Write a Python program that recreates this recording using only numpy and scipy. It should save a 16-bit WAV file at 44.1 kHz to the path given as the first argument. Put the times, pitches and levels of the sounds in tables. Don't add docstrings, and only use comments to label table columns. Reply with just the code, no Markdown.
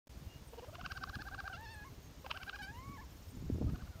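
import sys
import numpy as np
from scipy import signal
from scipy.io import wavfile
from scipy.ndimage import uniform_filter1d

SR = 44100
rng = np.random.default_rng(int(sys.argv[2]) if len(sys.argv) > 2 else 0)


def digitize_waveform(pressure):
    field = np.atleast_2d(pressure).T
    bounded = np.clip(field, -1, 1)
    quanta = np.round(bounded * 32767).astype(np.int16)
    wavfile.write(sys.argv[1], SR, quanta)


def gain_from_db(level_db):
    decades = np.asarray(level_db, float) / 20
    return 10 ** decades


N = 176400


def in_time(rows):
    s, *cols = np.transpose(rows)
    return [np.interp(np.arange(N) / SR, s, c) for c in cols]


def rms_one(x):
    return x / np.sqrt(np.mean(x ** 2) + 1e-20)


def lowpass(x, order, hz):
    return signal.sosfilt(signal.butter(order, hz, fs=SR, output="sos"), x)


def drift(rate):
    r = np.exp(-20 * np.pi * rate / SR)
    slow = signal.lfilter([1], [1, -2 * r, r * r], rng.standard_normal(N // 10 + 4002))[4000:]
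    return np.interp(np.arange(N) / 10, np.arange(len(slow)), rms_one(slow))


def resonance(x, hz, width_hz):
    r = np.exp(-np.pi * width_hz / SR)
    poles = [1, -2 * r * np.cos(2 * np.pi * hz / SR), r * r]
    return signal.lfilter([(1 - r * r) / 2, 0, (r * r - 1) / 2], poles, x + 1e-18)


def banded(spectrum, patchy_db, rate, step, lean_db=0):
    hz, db = np.transpose(spectrum)
    octaves = np.arange(0, np.log2(hz[-1] / hz[0]) + step, step)
    edges = np.minimum(hz[0] * 2 ** octaves, SR * 0.45)
    out, shared, white = 0, drift(rate), rng.standard_normal((2, N))
    for k, (low, high) in enumerate(zip(edges, edges[1:])):
        level = np.interp(np.log(low * high) / 2, np.log(hz), db) + lean_db * (k * step - 2)
        band = signal.sosfilt(signal.butter(2, [low, high], "band", fs=SR, output="sos"), white[k % 2])
        flicker = 0.46 * shared + 0.49 * drift(rate)
        out = out + band * gain_from_db(level + patchy_db * flicker)
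    return out


def hiss():
    # (frequency [Hz], density [dB per Hz])
    hiss_spectrum = [(6500, -25), (8800, -10.5), (10500, -15.5), (12400, -9.5), (15900, -7)]
    return gain_from_db(-71) * rms_one(banded(hiss_spectrum, patchy_db=4.0, rate=10, step=1 / 8))


def field_murmur():
    # (frequency [Hz], density [dB per Hz])
    field_spectrum = [(220, -2), (350, -3.5), (1700, -14.5), (6500, -17.5), (8000, -26.5)]
    return gain_from_db(-61.5) * rms_one(banded(field_spectrum, patchy_db=0.65, rate=3.4, step=1 / 3))


def birds():
    # (time [s], length [s], start pitch [Hz], end pitch [Hz], level [dB])
    bird_notes = [
        (.275, 0.12, 2803, 2862, -66.5),
        (.472, 0.022, 9100, 8300, -65.5),
        (1.70, 0.029, 8950, 8900, -74),
        (1.735, 0.019, 9050, 8070, -64),
        (2.02, .07, 6520, 6390, -70.5),
        (3.303, 0.014, 8300, 9100, -64.5),
    ]
    # (first note [s], gap [s], start pitch [Hz], end pitch [Hz], level [dB])
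    trills = [
        (2.603, .0622, 6704, 7310, -70.5),
        (2.768, 0.057, 5520, 5280, -70.5),
    ]
    rows, out, waver = list(bird_notes), np.zeros(N + SR), drift(220)
    for s, gap, start_hz, end_hz, db in trills:
        for k in range(16):
            rows.append((s + k * gap, 0.014, start_hz, end_hz, db + 2 * rng.standard_normal()))
    for s, length, start_hz, end_hz, db in rows:
        n, first = int(length * SR), int(s * SR)
        warble = 0.025 * (length < 0.03) * waver[first:][:n]
        pitch = np.linspace(start_hz, end_hz, n) * (1 + warble)
        swell = np.sin(np.linspace(0, np.pi, n)) ** 0.59
        out[first:first + n] += gain_from_db(db + 3.0) * swell * np.sin(2 * np.pi * np.cumsum(pitch) / SR)
    return out[:N]


def insects():
    wing_hz = [12500, 14700, 15550]
    when = np.arange(0.0975, N / SR - 0.01, 0.02685)
    luck, out = rng.standard_normal((160, 4))[:len(when)], 0
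    at = ((when + 0.0005 * luck[:, 3]) * SR).astype(int)
    for k, hz in enumerate(wing_hz):
        clicks = np.zeros(N)
        clicks[at] = gain_from_db(-53.5 + 16.5 + 1.6 * luck[:, k])
        out = out + resonance(resonance(clicks, hz, 800), hz, 1000)
    return out


def grass_snaps():
    # (time [s], level [dB], length [s])
    snaps = [
        (1.61, -45, 0.00069),
        (2.625, -57.5, 0.032),
        (3.11, -62, 0.0011),
    ]
    t, gate = np.arange(N) / SR, 0
    for s, db, length in snaps:
        gate = gate + gain_from_db(db) * (t > s) * np.exp(-(np.maximum(t - s, 0) / length) ** 2)
    return resonance(gate * rng.standard_normal(N), 10040, 5610)


def wind():
    # (time [s], level [dB])
    strength = [(.1, -56), (.24, -46), (.31, -53), (.58, -57), (.7, -53), (1.2, -49.5), (1.35, -52),
                (2.1, -54.5), (2.55, -56), (2.75, -51.5), (2.9, -49.5), (3.2, -55), (3.42, -45.5),
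                (3.52, -40), (3.64, -33.5), (3.74, -41.5), (3.85, -48), (4.0, -53)]
    # (frequency [Hz], density [dB per Hz])
    buffet = [(34, -11), (52, 2), (75, 2.5), (140, -3), (230, -9), (450, -20.5), (900, -94)]
    db, = in_time(strength)
    brighter = 1.3 * (db - db.max()) / 10
    lumps = banded(buffet, patchy_db=8.5, rate=15.9, step=0.508, lean_db=brighter)
    evened = lumps / np.sqrt(uniform_filter1d(lumps ** 2, SR // 11))
    return gain_from_db(db) * evened


def wind_thumps():
    # (time [s], peak level [dB], frequency [Hz])
    thumps = [(0.22, -36, 137), (0.829, -35, 130), (1.167, -31.5, 188), (1.198, -37.5, 260),
              (2.703, -38, 130.3), (2.894, -34, 130), (3.423, -31.5, 225), (3.499, -18.5, 248),
              (3.52, -23.5, 119), (3.545, -26, 166), (3.583, -28.5, 331), (3.612, -20.5, 250),
              (3.617, -27.5, 420), (3.624, -30, 547), (3.648, -23.5, 147.2), (3.67, -32, 129),
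              (3.688, -24, 138.4), (3.701, -29, 202), (3.732, -22.5, 149.5), (3.755, -42, 230.6),
              (3.82, -40, 197.6)]
    out = np.zeros(N)
    for s, peak_db, hz in thumps:
        hit = np.zeros(SR // 5)
        hit[0] = gain_from_db(peak_db + 34.5) * 250 / hz
        hit = lowpass(hit, 4, 2 * hz)
        hit = resonance(hit, hz, np.log(1000) / np.pi * hz / 6.2)
        first = int(s * SR)
        out[first:][:len(hit)] += hit[:N - first]
    return out


VEIL_SHARE = 0.68


def hold_mew(hz, gain, tilt, veil, rough):
    # (time [s], pitch [Hz], level [dB], tilt [dB per octave])
    mew = [
        [(1.494, 691, -77, 4), (1.499, 727, -43, -11), (1.515, 781, -47.5, -22), (1.53, 769, -51, -4.5),
         (1.54, 688, -48, -5.5), (1.56, 702, -52.5, -4.5), (1.585, 863, -53, -12)],
        [(1.604, 874, -50.5, -11.5), (1.645, 931, -48.5, -6.5), (1.665, 858, -53, -6), (1.714, 904, -53, -5),
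         (1.75, 853, -56, -6), (1.838, 832, -56, -7)],
        [(1.85, 1063, -51, -8.5), (1.875, 1103, -56.5, -15), (1.885, 1060, -54, -10), (1.895, 988, -74, -12)],
    ]
    # (time [s], pitch [Hz], level [dB], tilt [dB per octave])
    later_mews = [
        [(2.583, 781, -98, -38), (2.588, 801, -52.5, -5), (2.612, 840, -44, -10.5), (2.622, 745, -55, -3.5),
         (2.646, 778, -52, -4), (2.66, 771, -56.5, -5), (2.71, 842, -53, -7.5)],
        [(2.722, 910, -56.5, -13.5), (2.76, 961, -51, -8.5), (2.81, 1050, -54, -9), (2.85, 1102, -56, -11),
         (2.928, 1133, -54, -14), (2.962, 1101, -55, -12.5), (2.972, 1009, -55.5, -1.5)],
        [(2.982, 853, -51.5, -13), (3.004, 873, -53, -4), (3.018, 1128, -56.5, -12), (3.045, 934, -57, -14),
         (3.06, 980, -110, -43)],
        [(3.89, 722, -110, 1), (3.91, 747, -59, -17), (3.94, 702, -67, -7), (4.0, 629, -55, -17)],
    ]
    # (time [s], level [dB])
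    softness = [(1.52, -7), (1.6, -2), (1.75, -2), (1.83, -5), (2.63, 1), (2.68, -7), (2.78, -2), (2.9, -8),
                (2.96, -22)]
    soft, = in_time(softness)
    for note in np.vstack(mew), np.vstack(later_mews):
        at = slice(int(note[0][0] * SR), int(note[-1][0] * SR))
        pitch, db, lean = [curve[at] for curve in in_time(note)]
        hz[at], gain[at], tilt[at] = pitch, gain_from_db(db), lean
        veil[at] = VEIL_SHARE * 2 * (lean + 2) + soft[at]
        rough[at] = np.clip((860 - pitch) / 250, 0.1, 1)


def pulse_churr(hz, gain, tilt, veil, rough, hum):
    # (closing time [s], length [s], level [dB], top pitch [Hz], tilt [dB per octave])
    churr = [(0.543, 0.015, -35.5, 473.3, -19), (0.595, 0.022, -34, 486.4, -18),
             (0.646, 0.026, -37, 514.4, -17.5), (0.698, 0.028, -39.5, 643.3, -24),
             (0.754, 0.026, -50, 727.6, -5.5), (0.813, 0.029, -48.5, 756, -6.5),
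             (0.862, 0.024, -43, 777, -5), (0.92, 0.024, -45, 799.5, -3.5), (0.977, 0.03, -45.5, 804, -5),
             (1.038, 0.029, -42.5, 786, -6.5), (1.097, 0.027, -44.5, 812, -6),
             (1.156, 0.029, -45.5, 839, -3.5), (1.22, 0.034, -44.5, 878, -4.5),
             (1.284, 0.032, -41.5, 813.4, -8), (1.347, 0.034, -40.5, 798, -9),
             (1.404, 0.027, -41.5, 813, -6.5), (1.478, 0.038, -40, 813.5, -8.5)]
    # (closing time [s], length [s], level [dB], top pitch [Hz], tilt [dB per octave])
    later_churrs = [
        (2.264, 0.02, -38, 546, -10),
        (2.313, 0.018, -40.5, 677.3, -5.5),
        (2.374, 0.035, -46.5, 770, -5),
        (2.433, 0.033, -49, 773.6, -4),
        (2.496, 0.033, -47.5, 831.5, -5),
        (2.561, 0.034, -46.5, 822, -4),
        (3.699, 0.0258, -46, 641, -8.5),
        (3.759, 0.025, -49, 760, -9),
        (3.822, 0.035, -54.5, 772, -8),
        (3.88, 0.021, -52, 719, -10),
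    ]
    # (time [s], level [dB])
    hum_lead = [(.65, 2), (.72, 6), (.74, 17), (.81, 17), (.84, 0), (1.1, 3), (1.45, 5), (2.3, 4),
                (2.45, 0), (3.6, 0), (3.75, 5)]
    (lead,), before, t = in_time(hum_lead), 500, np.arange(N) / SR
    crest, shut_db = 0.25, 6
    for shut, length, db, top, lean in list(churr) + list(later_churrs):
        scoop = 0.18 * min(top / 800, 1) ** 2 + 1.5 * max(1 - before / top, 0)
        before = top
        at = slice(int((shut - length - 0.01) * SR), int((shut + 0.015) * SR))
        since = t[at] - shut
        u = since / length
        late = np.maximum(since + 0.002, 0) / 0.0045
        shutting = np.minimum(late, 1)
        press = np.exp(-np.abs(since) / 0.0034)
        rise = scoop * np.clip(-u - crest, 0, 1.2) ** 1.3
        fall = 0.3 * np.clip(u + crest, 0, crest) ** 1.5
        hz[at] = top * (1 - rise - fall - 0.22 * np.minimum(late, 1.2))
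        opening = 1 / (1 + np.exp(-(since + length) / 0.0024 * 2))
        release = np.exp(-np.maximum(since, 0) / 0.0045)
        gain[at] = gain_from_db(db - 5.5 + 3 * u + shut_db * shutting) * opening * release
        tilt[at] = lean + 1.5 * press
        veiled = -9 * (1 - np.minimum(u, 0)) + VEIL_SHARE * (lean + 5)
        veil[at] = veiled * (1 - press) - shut_db * shutting
        rough[at] = 1
        hum[at] = lead[at] * (-np.minimum(u, 0) * 1.23 - 0.2) - 2 * shut_db * shutting


def vocal_folds():
    hz, tilt = np.full(N, 700.), np.full(N, -10.)
    gain, veil, rough, hum = np.zeros((4, N))
    hold_mew(hz, gain, tilt, veil, rough)
    pulse_churr(hz, gain, tilt, veil, rough, hum)
    unsteady = 1 + 0.009 * drift(39.5) + 0.015 * rough * drift(330)
    phase = 2 * np.pi * np.cumsum(hz * unsteady) / SR
    tone = 0
    for k in range(1, 12):
        db = tilt * np.log2(k) + veil * (k > 2)
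        db = db + hum * ((k < 2) - (k == 2) / 2)
        shimmer = 0.8 * min(k, 4) * drift(50)
        tone = tone + gain_from_db(db + shimmer) * np.cos(k * phase)
    grit = gain_from_db(2.6 * rough * drift(127))
    breath = rough * gain_from_db(-16 + tilt) * (1 + np.cos(phase)) * rng.standard_normal(N)
    return gain * grit * (tone + breath)


def cub():
    # (frequency [Hz], width [Hz], level [dB])
    throat = [
        (645, 2470, -6),
        (1642, 213, 12),
        (2820, 555, 8),
        (4660, 1730, 11.5),
    ]
    # (time [s], level [dB])
    mouth_gain = [(.75, 11.5), (.86, 6.5), (.95, 0), (1.1, -7), (1.45, -2.5), (1.55, 6), (1.62, -2.5),
                  (2.3, 11.5), (2.6, 4)]
    # (delay [s], level [dB])
    echoes = [
        (0.012, -18.5),
        (.021, -26),
        (.034, -20),
    ]
    folds, (opening,), voice = vocal_folds(), in_time(mouth_gain), 0
    for k, (hz, width, db) in enumerate(throat):
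        sign = 1 if k else -1
        voice = voice + sign * gain_from_db(db + (k == 2) * opening) * resonance(folds, hz, width)
    voice = lowpass(voice, 5, 5060)
    dull = resonance(voice, 2040, 2600)
    return voice + sum(gain_from_db(db) * np.roll(dull, int(s * SR)) for s, db in echoes)


def scene():
    background = hiss() + field_murmur() + birds() + insects() + grass_snaps()
    return (background + wind() + wind_thumps() + cub())[None]


def roll_off(x):
    return signal.sosfilt(signal.butter(12, 15830, fs=SR, output="sos"), x)


def record(dry):
    open_times = [0.071, 0.0825, .093]
    a, b, c = open_times
    when = [a - 0.012, a - 0.01, a - 0.001, a, b - 0.004, b, c - 0.001, c + 0.0029]
    gate = np.interp(np.arange(N) / SR, when, [0, 0.014, 0.0, 1, 0.81, 0.0, 0.03, 0.95])
    top_cut = signal.cheby2(12, 60, 16450, fs=SR, output="sos")
    return roll_off(signal.sosfilt(top_cut, dry * gate))


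dry = scene()
out = record(dry)
digitize_waveform(out)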